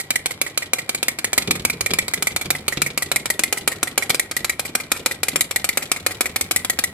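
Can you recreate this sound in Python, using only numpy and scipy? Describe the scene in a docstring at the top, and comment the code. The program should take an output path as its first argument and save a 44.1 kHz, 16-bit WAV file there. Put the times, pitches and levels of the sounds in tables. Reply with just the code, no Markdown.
"""Clockwork tin dog on a board.

Close to a stereo microphone in a small room, a wind-up tin dog hops across a board from right to left.
Its spring snaps about six times a second, each snap followed by a rebound some 50 ms later.
Every blow chatters in the thin shell and rings the hollow body; the feet bump and boom on the board,
loose parts scrape and the gears tick. Behind the toy lie a low rumble, room tone and a faint hum."""
import sys
import numpy as np
from scipy import signal
from scipy.fft import rfft, irfft, next_fast_len
from scipy.io import wavfile
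from scipy.ndimage import uniform_filter1d

SR = 44100
rng = np.random.default_rng(int(sys.argv[2]) if len(sys.argv) > 2 else 0)


def persist_wave(psi):
    """Save psi, clipped to +-1, as 16-bit WAV."""
    counts = np.round(np.clip(psi, -1, 1) * 32767).astype(np.int16)
    wavfile.write(sys.argv[1], SR, np.atleast_2d(counts).T)


N = 305613
TIME = np.arange(N) / SR
RING_TIME = np.arange(6144) / SR  # time within one blow [s]
FIRM_DB, TREBLE_PER_DB = -18, .25  # level of a firm blow; treble lift gained per dB above it

# strokes of the spring; the rebounds fade and return once a second as the dog rears and crouches:
# (snap time [s], snap level [dB], rebound time [s], rebound level [dB],
#  body ping on the rebound [dB], ping centre [Hz], scrape of the loose parts [dB])
SPRING_STROKES = [(-0.05, -20, 0.0, -25.5, -30, 2000, -46), (0.1052, -17, 0.1575, -18.5, -20, 1960, -45),
                  (0.2589, -18.5, 0.3079, -27, -30.5, 2080, -43), (0.4145, -17, 0.464, -30, -28, 1980, -42),
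                  (0.5752, -17.5, 0.6217, -29.5, -26.5, 1960, -39),
                  (0.7336, -15.5, 0.7847, -26.5, -25.5, 2110, -40),
                  (0.8926, -20, 0.9475, -22, -27.5, 2290, -37),
                  (1.029, -19, 1.0827, -17.5, -20.5, 2070, -40),
                  (1.187, -25, 1.2441, -18.5, -23.5, 2050, -40),
                  (1.3309, -19, 1.3783, -14.5, -21, 2100, -38),
                  (1.5095, -17, 1.5538, -28, -33.5, 2100, -35),
                  (1.6503, -15.5, 1.6987, -22.5, -21.5, 2280, -36),
                  (1.8083, -19.5, 1.8611, -20.5, -21, 2190, -42),
                  (1.9357, -18.5, 1.9869, -17.5, -17, 2170, -37),
                  (2.081, -24.5, 2.1367, -18.5, -22, 2070, -42),
                  (2.224, -19, 2.2705, -18.5, -19.5, 2110, -39),
                  (2.3627, -19, 2.4124, -26, -28.5, 2240, -41),
                  (2.5044, -15.5, 2.5503, -29.5, -26.5, 2000, -38),
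                  (2.681, -17.5, 2.7239, -27.5, -25, 1950, -43),
                  (2.8186, -15.5, 2.8625, -25, -23.5, 2160, -39),
                  (2.9758, -19, 3.0226, -21, -25, 1900, -36), (3.1156, -18, 3.16, -17, -19.5, 2130, -37),
                  (3.2571, -23, 3.3018, -17.5, -21, 1970, -40),
                  (3.393, -18.5, 3.436, -17, -18.5, 2120, -37), (3.5261, -18, 3.5725, -26, -30, 2000, -37),
                  (3.6763, -15.5, 3.7174, -28, -28.5, 1890, -39),
                  (3.8297, -17, 3.8727, -29, -27.5, 1920, -39),
                  (3.9775, -15, 4.0232, -25.5, -22.5, 2020, -41),
                  (4.1457, -20, 4.1956, -17, -20.5, 2090, -41),
                  (4.3122, -25.5, 4.3659, -20, -23.5, 1920, -39),
                  (4.4455, -20.5, 4.4955, -20, -20.5, 2000, -40),
                  (4.5947, -21, 4.6511, -28.5, -30.5, 2190, -38),
                  (4.7518, -17, 4.8003, -30, -29.5, 2110, -39),
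                  (4.9175, -16, 4.9624, -32, -34.5, 2330, -41),
                  (5.0606, -16, 5.1111, -25.5, -24.5, 2060, -38),
                  (5.2322, -18.5, 5.2835, -19, -25, 2240, -39),
                  (5.3585, -16.5, 5.4086, -14, -22.5, 2090, -38), (5.5102, -23, 5.56, -17, -21, 2000, -36),
                  (5.6435, -19, 5.6899, -18, -21, 2110, -36), (5.7729, -17, 5.8225, -27.5, -31, 2150, -36),
                  (5.9162, -16, 5.9621, -31, -29.5, 2160, -38),
                  (6.0638, -16.5, 6.1083, -29, -30.5, 1960, -37),
                  (6.2081, -16, 6.2573, -25, -23.5, 2100, -37),
                  (6.36, -19, 6.4102, -18.5, -27.5, 2130, -40),
                  (6.5109, -17.5, 6.5613, -15, -23, 2080, -37), (6.6473, -22, 6.6981, -17, -21, 1940, -40),
                  (6.789, -18, 6.8387, -17.5, -21.5, 2030, -41)]
# the toy's path past the microphone: (time [s], side [-1 right to 1 left])
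TOY_PATH = [(0, -0.72), (1.5, -0.7), (2.7, -0.44), (3.55, 0.0), (4.1, -0.066), (6.9, 0.6)]
# spectrum of the tin shell: (frequency [Hz], gain [dB])
SHELL_SPECTRUM = [(2200, -5), (2800, 3.6), (3400, 4.5), (4050, 5.4), (4700, 1.8), (5300, -.2), (6600, -1),
                  (7800, 3.3), (9200, -2.2), (10400, -3.2), (11700, -1.4), (13000, -8.3), (14500, -17),
                  (15400, -23), (16000, -43)]
# spectrum of the frame inside it: (frequency [Hz], gain [dB])
FRAME_SPECTRUM = [(110, -29), (190, -6.5), (250, 3.5), (410, 1), (530, 3.5), (650, 0), (750, 1.5),
                  (860, -1), (1280, 3), (1650, 2.5), (2300, 2), (3000, -9), (5000, -11), (8000, -36)]
# how loosely the works rattle along the way: (time [s], gain [dB])
RATTLE_GAIN = [(0, -2), (1.1, -1), (1.5, 2), (2.5, 2), (2.9, -1), (4.9, -1), (5.4, .5), (6.9, .5)]


def spring():
    """The spring drives the toy in strokes, each a snap and its rebound."""
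    out = np.zeros((2, N))
    for snap_s, snap_db, rebound_s, rebound_db, ping_db, ping_hz, _ in SPRING_STROKES:
        add(out, snap_s, snap(snap_s, snap_db))
        add(out, rebound_s, rebound(rebound_s, rebound_db, ping_db, ping_hz))
    return out


def snap(s, db, treble_db=6.7, firm_hz=2330, hz_per_db=15):
    """The spring lets go: a hard, knocking clack, brighter and higher with more force."""
    force_db = db - FIRM_DB
    knock_db, _, ring_db = firm_blow_levels(s)
    bright_db = treble_db + TREBLE_PER_DB * force_db
    centre_hz = firm_hz + hz_per_db * force_db
    return blow(s, db, bright_db, knock_db + force_db, ring_db + force_db, centre_hz)


def rebound(s, db, ping_db, ping_hz, treble_db=8.8, knock_per_db=.35):
    """The mechanism swings back: a lighter click with a lower ping; a weak one drags into a scrape."""
    force_db = db - FIRM_DB
    _, firm_knock_db, _ = firm_blow_levels(s)
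    knock_db = firm_knock_db + knock_per_db * force_db
    bright_db = treble_db + TREBLE_PER_DB * force_db
    drag_s = .0003 + .0005 * max(-force_db, 0)
    return blow(s, db, bright_db, knock_db, ping_db, ping_hz, drag_s, knock_tilt_db=-1.1)


def firm_blow_levels(s):
    """A firm blow changes colour as the toy crosses the board."""
    # frame and body under a firm blow: (time [s], snap knock [dB], rebound knock [dB], snap ring [dB])
    levels = [(0, -30, -34.5, -26), (1.3, -25.7, -29, -26), (1.9, -28, -30.5, -26), (2.8, -27, -31, -25.5),
              (3.6, -24.2, -31.5, -26.8), (4.4, -25.3, -34, -26), (5.1, -24.8, -31.3, -25),
              (5.6, -26.3, -33, -28.7), (6.1, -24.8, -30.7, -25.7), (6.9, -26, -33.5, -29.5)]
    times, *columns = np.transpose(levels)
    return [np.interp(s, times, column) for column in columns]


def blow(s, db, bright_db, knock_db, ring_db, centre_hz, drag_s=0, knock_tilt_db=0):
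    """One blow cracks in the shell, knocks the frame and rings the body, from where the toy is."""
    side = at_time(TOY_PATH, s)
    scatter = .56 + .5 * side ** 2  # off axis, more of the crack arrives from all around
    shell = microphone(shell_crack(db, bright_db, drag_s), side, lead=1.0, scatter=scatter, pan_db=.94)
    frame = microphone(frame_knock(db, knock_tilt_db), side, lead=.62, scatter=.5)
    body = microphone(body_ring(centre_hz, onset_s(db)), side, lead=.56, scatter=.45, pan_db=3.3)
    return at_level(shell, db) + at_level(frame, knock_db) + at_level(body, ring_db)


def shell_crack(db, bright_db, drag_s, uneven_db=2.4, grain_db=1.6, modes_db=-18, bands=80):
    """Chattering tin: each contact rings the strongest modes and a grainy burst of dense, fast ones."""
    # strongest modes of the thin shell: (frequency [Hz], level [dB])
    shell_modes = [(3950, 2), (4344, 0), (7020, -2), (7650, -2), (8130, -1), (8500, 0), (9520, -2),
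                   (10500, 1), (11590, 1)]
    starts, sizes = contacts(drag_s)
    grain = amp(grain_db * flutter(samples=24))
    burst = rng.standard_normal((2, len(RING_TIME))) * grain * chatter(db, drag_s, starts, sizes)
    taps = np.bincount((starts * SR).astype(int), sizes)
    one_ring = struck(shell_modes, t60=.03, detune=.006)
    ring = signal.fftconvolve(one_ring, taps[None], axes=1)[:, :len(RING_TIME)]
    hz = np.linspace(SHELL_SPECTRUM[0][0], SHELL_SPECTRUM[-1][0], bands)
    tilt_db = (bright_db - 2.5) * np.clip(np.log2(hz / 4500), -.3, 1.15)  # harder contact, more treble
    gain_db = at_hz(SHELL_SPECTRUM, hz) + tilt_db + uneven_db * rng.standard_normal(bands)
    return colour(unit(burst) + amp(modes_db) * unit(ring), np.c_[hz, gain_db])


def contacts(drag_s, jitter=.3, bounce=.42, bounce_per_drag_s=40):
    """Times and sizes of a first contact and its bounces; a dragging one bounces harder and longer."""
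    # contacts of one blow, before drag and jitter: (delay [s])
    delays = [0, .0011, .0022, .0038, .0056]
    time_chance, size_chance = rng.uniform(-1, 1, (2, len(delays)))
    starts = np.array(delays) * (1 + drag_s / delays[-1]) * (1 + jitter * time_chance)
    bounces = (bounce + bounce_per_drag_s * drag_s) * (1 + .5 * size_chance[1:])
    return starts, np.r_[1, bounces]


def chatter(db, drag_s, starts, sizes, t60=.03, spike=.6, spike_t60=.0023):
    """Envelope of the contacts: each a sharp spike and a short decay that drag lengthens."""
    age = np.maximum(RING_TIME - starts[:, None], 0)
    each = dying(t60 + 3 * drag_s, age) + spike * dying(spike_t60, age)
    power = ((sizes[:, None] * (age > 0) * each) ** 2).sum(0)
    return np.sqrt(power) * (1 - .25 * np.exp(-RING_TIME / onset_s(db)))


def onset_s(db, soft_below_db=-23, s_per_db=.0018):
    """Weak blows scrape in over a few milliseconds before they make full contact."""
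    return .00009 + s_per_db * np.clip(soft_below_db - db, 0, 5)


def frame_knock(db, tilt_db, push_db=-2.5, modes_db=-15, shudder_db=-1, soft_s=.004):
    """One hard push into the frame, which answers with its hollow modes and shudders briefly."""
    # strongest modes of the frame: (frequency [Hz], level [dB])
    frame_modes = [(240, -3), (330, -3), (412, 0), (515, 0), (590, -2), (715, 0), (775, -2), (1270, 0),
                   (1360, -4)]
    push = signal.unit_impulse((2, len(RING_TIME)), (0, 0))
    envelope = (dying(t60=.035) + amp(-19) * dying(t60=.18)) * rising(.0003 + onset_s(db))
    shudder = rng.standard_normal(push.shape) * envelope
    ring = struck(frame_modes, t60=.05, detune=.008)
    hardness = 1 / (1 + onset_s(db) / soft_s)
    knock = amp(push_db) * hardness * unit(push) + amp(modes_db) * unit(ring)
    knock += amp(shudder_db) * unit(shudder)
    hz, gain_db = np.transpose(FRAME_SPECTRUM)
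    return colour(knock, np.c_[hz, gain_db + tilt_db * np.log2(hz / hz[0])])


def body_ring(centre_hz, soft_s=0., reach_hz=235, rise_s=.0024, detune=.015):
    """The place of the blow picks the body modes near one pitch; the moving legs detune them."""
    # modes of the hollow tin body: (frequency [Hz], level [dB], t60 before joint damping [s])
    body_modes = [(1925, 0, 0.048), (1990, -3.5, 0.055), (2104, 0, 0.038), (2213, -1, 0.036),
                  (2345, 1.5, 0.062), (2460, -2.5, 0.06)]
    hz, db, t60 = np.transpose(body_modes)
    size = amp(db) / (1 + ((hz - centre_hz) / reach_hz) ** 2) * rng.uniform(.64, 1.14, len(hz))
    hz = hz * (1 + detune * rng.standard_normal(len(hz)))
    tones = np.exp(2j * np.pi * hz[:, None] * RING_TIME) * dying(t60[:, None])
    phases = np.exp(2j * np.pi * rng.random((2, len(hz))))
    ring = ((size * phases) @ tones).real
    buzz = 1 + .3 * flutter(samples=100)  # loose joints buzz and damp the ring
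    damping = .035 + dying(t60=.058)
    return ring * buzz * rising(rise_s + soft_s) * damping


def feet(footfall_s=.087):
    """A light footfall follows every snap; now and then the whole toy lands with a clack and a boom."""
    # weight of the light footfalls: (time [s], level [dB])
    footfalls = [(0, -45), (1.2, -42), (1.6, -37), (2.3, -39), (3.6, -37), (4.3, -43), (5.1, -43),
                 (6.9, -41)]
    # heavy landings: (time [s], thud [dB], clack [dB], treble lift [dB], boom [dB], boom centre [Hz])
    landings = [(1.3783, -36, -20, 0, -46, 100), (1.4217, -42, -28, 3, -48, 150),
                (1.4745, -25.5, -27, -3, -32, 195), (1.5085, -31, -21.5, -5, -40, 230),
                (1.597, -40, -38, -2, -36, 80), (1.735, -37, -38, -2, -39, 175),
                (1.81, -39, -40, -2, -40, 95), (1.9065, -26.5, -24, -3, -30.5, 190),
                (2.025, -38, -38, -2, -42, 110), (2.176, -34, -34, -4, -40, 190),
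                (2.32, -40, -37, 0, -42, 85), (2.457, -34, -31.5, -2, -36.5, 152),
                (2.7725, -30, -25.5, -7, -33.5, 150), (2.9028, -41, -35, -9, -48, 240),
                (4.0952, -37, -21, 8, -46, 240), (4.103, -43, -16.5, 2.5, -46, 240),
                (4.404, -36, -40, -2, -43, 80), (4.69, -38, -40, -2, -45, 240),
                (4.995, -34.5, -39, -2, -42, 240), (5.332, -33.5, -38, -2, -38, 255)]
    out = np.zeros((2, N))
    for snap_s, *_ in SPRING_STROKES:
        add(out, snap_s + footfall_s, board_thud(at_time(footfalls, snap_s)))
    for s, thud_db, clack_db, bright_db, boom_db, boom_hz in landings:
        add(out, s, board_thud(thud_db))
        add(out, s, blow(s, clack_db, bright_db, knock_db=clack_db - 10, ring_db=clack_db - 6,
                         centre_hz=2330, knock_tilt_db=-1))
        add(out, s, board_boom(boom_db, boom_hz))
    return out


def board_thud(db):
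    """The board gives softly under the feet: a dull blow into heavily damped, crowded modes."""
    # spectrum of the board: (frequency [Hz], gain [dB])
    board_spectrum = [(25, -19), (50, -9), (80, 1), (120, -2), (175, 4.5), (260, 2.5), (400, 2.5),
                      (700, -10), (1500, -42), (4000, -63)]
    envelope = (dying(t60=.11) + amp(-13.5) * dying(t60=.29)) * rising(.0004)
    thud = colour(rng.standard_normal((2, len(RING_TIME))) * envelope, board_spectrum)
    return at_level(microphone(thud), db)


def board_boom(db, centre_hz, reach_hz=34, rise_s=.004):
    """A heavy landing sets the board's low modes ringing, most of all those near one pitch."""
    # low modes of the board: (frequency [Hz], level [dB], t60 [s])
    board_modes = [(68, -1, 0.2), (94, -2, 0.27), (145, -7, 0.65), (179, -1, 0.22), (241, -1, 0.2),
                   (269, 0, 0.19), (329, 2, 0.15)]
    t = np.arange(SR) / SR
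    hz, mode_db, t60 = np.transpose(board_modes)[:, :, None]
    size = amp(mode_db) * dying(t60, t) / (1 + ((hz - centre_hz) / reach_hz) ** 2)
    ring = (size * np.sin(2 * np.pi * hz * t)).sum(0) * rising(rise_s, t)
    return at_level(np.array([ring, ring]), db)


def loose_parts(after_s=.083, jitter_s=.004, settle_s=.03, settle_db=-7):
    """With each footfall a loose leg or the key falls back with a scrape, then ticks as it settles."""
    out = np.zeros((2, N))
    for s, *_, db in SPRING_STROKES:
        side = at_time(TOY_PATH, s)
        fall_s = s + after_s + jitter_s * rng.uniform(-1, 1)
        scrape = microphone(shell_crack(db, bright_db=-1.5, drag_s=.0015), side, scatter=.7)
        add(out, fall_s, at_level(scrape, db))
        tick_db = db + settle_db + at_time(RATTLE_GAIN, s)
        late = rng.random()
        tick = microphone(shell_crack(tick_db, bright_db=2.5, drag_s=0), side, scatter=.7)
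        add(out, fall_s + late * settle_s, at_level(tick, tick_db - 4 * late))
    return out


def gears(ticks_per_s=170, uneven_db=4, shell_db=-53, frame_db=-51.5, ring_db=-52):
    """Gear teeth and loose joints tick faintly and ceaselessly into the same tin."""
    size_db = uneven_db * np.minimum(rng.exponential(1, N), 3) + at_time(RATTLE_GAIN, TIME)
    ticks = (rng.random(N) < ticks_per_s / SR) * amp(size_db)
    rattle = rng.standard_normal((2, N)) * signal.oaconvolve(ticks, dying(t60=.0069))[:N]
    ring = signal.oaconvolve(ticks[None], body_ring(centre_hz=2160), axes=1)[:, :N]
    shell, frame = colour(rattle, SHELL_SPECTRUM), colour(rattle, FRAME_SPECTRUM)
    parts = [(shell_db, shell), (frame_db, frame), (ring_db, ring)]
    return sum(amp(db) * unit(microphone(part)) for db, part in parts)


def room(x, wet_db=-14, delay_s=.0055, turn_s=.11, patterns=4):
    """Sparse reflections off near walls; their patterns crossfade in turn, as for a moving source."""
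    # reverberation of the small room: (frequency [Hz], t60 [s])
    decay_times = [(150, 1), (500, 0.55), (2000, 0.3), (6000, 0.195), (12000, 0.21), (15000, 0.12)]
    t = np.arange(SR // 2) / SR
    mid_side = np.array([x[0] + x[1], x[0] - x[1]]) / 2
    out = np.zeros((2, N))
    for k in range(patterns):
        taps = rng.standard_normal((2, len(t))) * (rng.random((2, len(t))) < .08) * (t > delay_s)
        hz, age, bands = signal.stft(taps, SR, nperseg=256)
        tail = signal.istft(bands * dying(at_hz(decay_times, hz)[:, None], age), SR, nperseg=256)[1]
        tail /= np.linalg.norm(tail, axis=1, keepdims=True)
        share = np.sin(np.pi / 2 * np.minimum((TIME / turn_s - k) % patterns, 2))
        mid, side = signal.oaconvolve(share * mid_side, tail, axes=1)[:, :N]
        out += [mid + side, mid - side]
    return amp(wet_db) * out


def rumble(gain_db=-3.5):
    """A soft, dull rumble swells beneath the bumps."""
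    # swell of the rumble: (time [s], relative level [dB])
    swell = [(0, -59), (1.2, -53), (1.4, -44), (1.85, -43), (2.3, -45), (2.9, -46), (3.4, -48), (4.8, -52),
             (6, -43), (6.9, -41.5)]
    # its spectrum: (frequency [Hz], gain [dB])
    spectrum = [(25, -16), (55, -4.5), (95, 9.5), (122, -8.5), (172, -1.5), (260, -4), (600, -35.5)]
    noise = unit(colour(rng.standard_normal((2, N)), spectrum))
    return microphone(noise) * amp(gain_db + at_time(swell, TIME))


def room_tone(hush_db=-47.0, waver=.41):
    """Low room noise all around the microphone, with a wavering hum in the centre."""
    # spectrum of the quiet room: (frequency [Hz], gain [dB])
    hush_spectrum = [(25, -18), (55, -0.5), (100, 11.5), (220, 4.5), (500, 0), (1000, -3), (2100, -21.5),
                     (3000, -8), (8000, -28), (15000, -65)]
    # tones of the hum: (frequency [Hz], rms level [dB])
    hum_tones = [(96, -62), (145, -53.5)]
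    hush = unit(microphone(colour(rng.standard_normal((2, N)), hush_spectrum)))
    knots = np.linspace(0, TIME[-1], 50)
    hum = 0
    for hz, db in hum_tones:
        drift = rng.standard_normal(len(knots)) + 1j * rng.standard_normal(len(knots))
        tone = (1 + waver * np.interp(TIME, knots, drift)) * np.exp(2j * np.pi * hz * TIME)
        hum += amp(db) * unit(tone.real)
    return amp(hush_db) * hush + hum


def microphone(x, side=0, lead=.55, scatter=.97, pan_db=1.2):
    """Two close ports, their difference boosted: row 0 of x arrives direct, row 1 from all around."""
    # the microphone's side channel against its mid channel: (frequency [Hz], gain [dB])
    stereo_width = [(40, -35), (150, -23.5), (350, -15), (700, -5), (1400, -2), (2200, 3.5), (4500, 4),
                    (9000, 6), (14000, 12.5)]
    size = next_fast_len(x.shape[1] + 512)
    direct, diffuse = rfft(x, size)
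    width = amp(at_hz(stereo_width, np.fft.rfftfreq(size, 1 / SR)))
    difference = 1j * lead * side * np.minimum(width, 1.6) * direct + scatter * width * diffuse
    pair = irfft([direct + difference, direct - difference], size)[:, :x.shape[1]]
    return pair * amp([[pan_db * side], [-pan_db * side]])


def struck(modes, t60, detune):
    """Modes struck together; the reflected sound (row 1) arrives with its phases scrambled."""
    hz, db = np.transpose(modes)[:, :, None]
    turns = hz * (1 + detune * rng.standard_normal(hz.shape)) * RING_TIME
    phase = np.array([np.zeros(hz.shape), rng.random(hz.shape)])
    return (amp(db) * np.cos(2 * np.pi * (turns + phase))).sum(1) * dying(t60)


def colour(x, spectrum, size=4096):
    """Causal (minimum-phase) filter with the given spectrum."""
    log_gain = np.log(amp(at_hz(spectrum, abs(np.fft.fftfreq(size, 1 / SR)))))
    taps = np.fft.ifft(np.exp(signal.hilbert(log_gain).conj())).real
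    return signal.fftconvolve(x, taps[None, :size // 2], axes=1)[:, :x.shape[1]]


def flutter(samples):
    """Noise of rms 1, one blow long, smoothed over so many samples."""
    return unit(uniform_filter1d(rng.standard_normal(len(RING_TIME)), size=samples))


def dying(t60, t=RING_TIME):
    """Envelope that loses 60 dB in t60 seconds."""
    return 1000. ** (-t / t60)


def rising(rise_s, t=RING_TIME):
    """Attack with time constant rise_s."""
    return 1 - np.exp(-t / rise_s)


def at_time(points, s):
    """Joins the points by straight lines in time."""
    return np.interp(s, *np.transpose(points))


def at_hz(points, hz):
    """Joins the points by straight lines on a log-frequency axis."""
    f, value = np.transpose(points)
    return np.interp(np.log(hz + 1), np.log(f), value)


def at_level(x, db):
    """Sets the rms of a blow's first 20 ms."""
    return x * amp(db) / np.sqrt(np.mean(x[:, :SR // 50] ** 2) + 1e-20)


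def amp(db):
    """Decibels to amplitude."""
    return 10 ** (np.asarray(db) / 20)


def unit(x):
    """Scales to rms 1."""
    return x / np.sqrt(np.mean(x ** 2) + 1e-20)


def add(mix, s, sound):
    """Lays a stereo sound into the mix at s seconds."""
    start = round(s * SR)
    sound = sound[:, max(-start, 0):]
    part = mix[:, max(start, 0):][:, :sound.shape[1]]
    part += sound[:, :part.shape[1]]


def scene():
    """The toy close up, the room's answer and the background."""
    toy = spring() + feet() + loose_parts() + gears()
    return toy + room(toy) + rumble() + room_tone()


def record(dry):
    """The sharpest peaks clip at full scale; a steep low-pass then cuts at 16.2 kHz."""
    low_pass = signal.firwin(511, 16200, window=("kaiser", 9), fs=SR)
    return signal.oaconvolve(np.clip(dry, -1, 1), low_pass[None], "same")


dry = scene()
out = record(dry)
persist_wave(out)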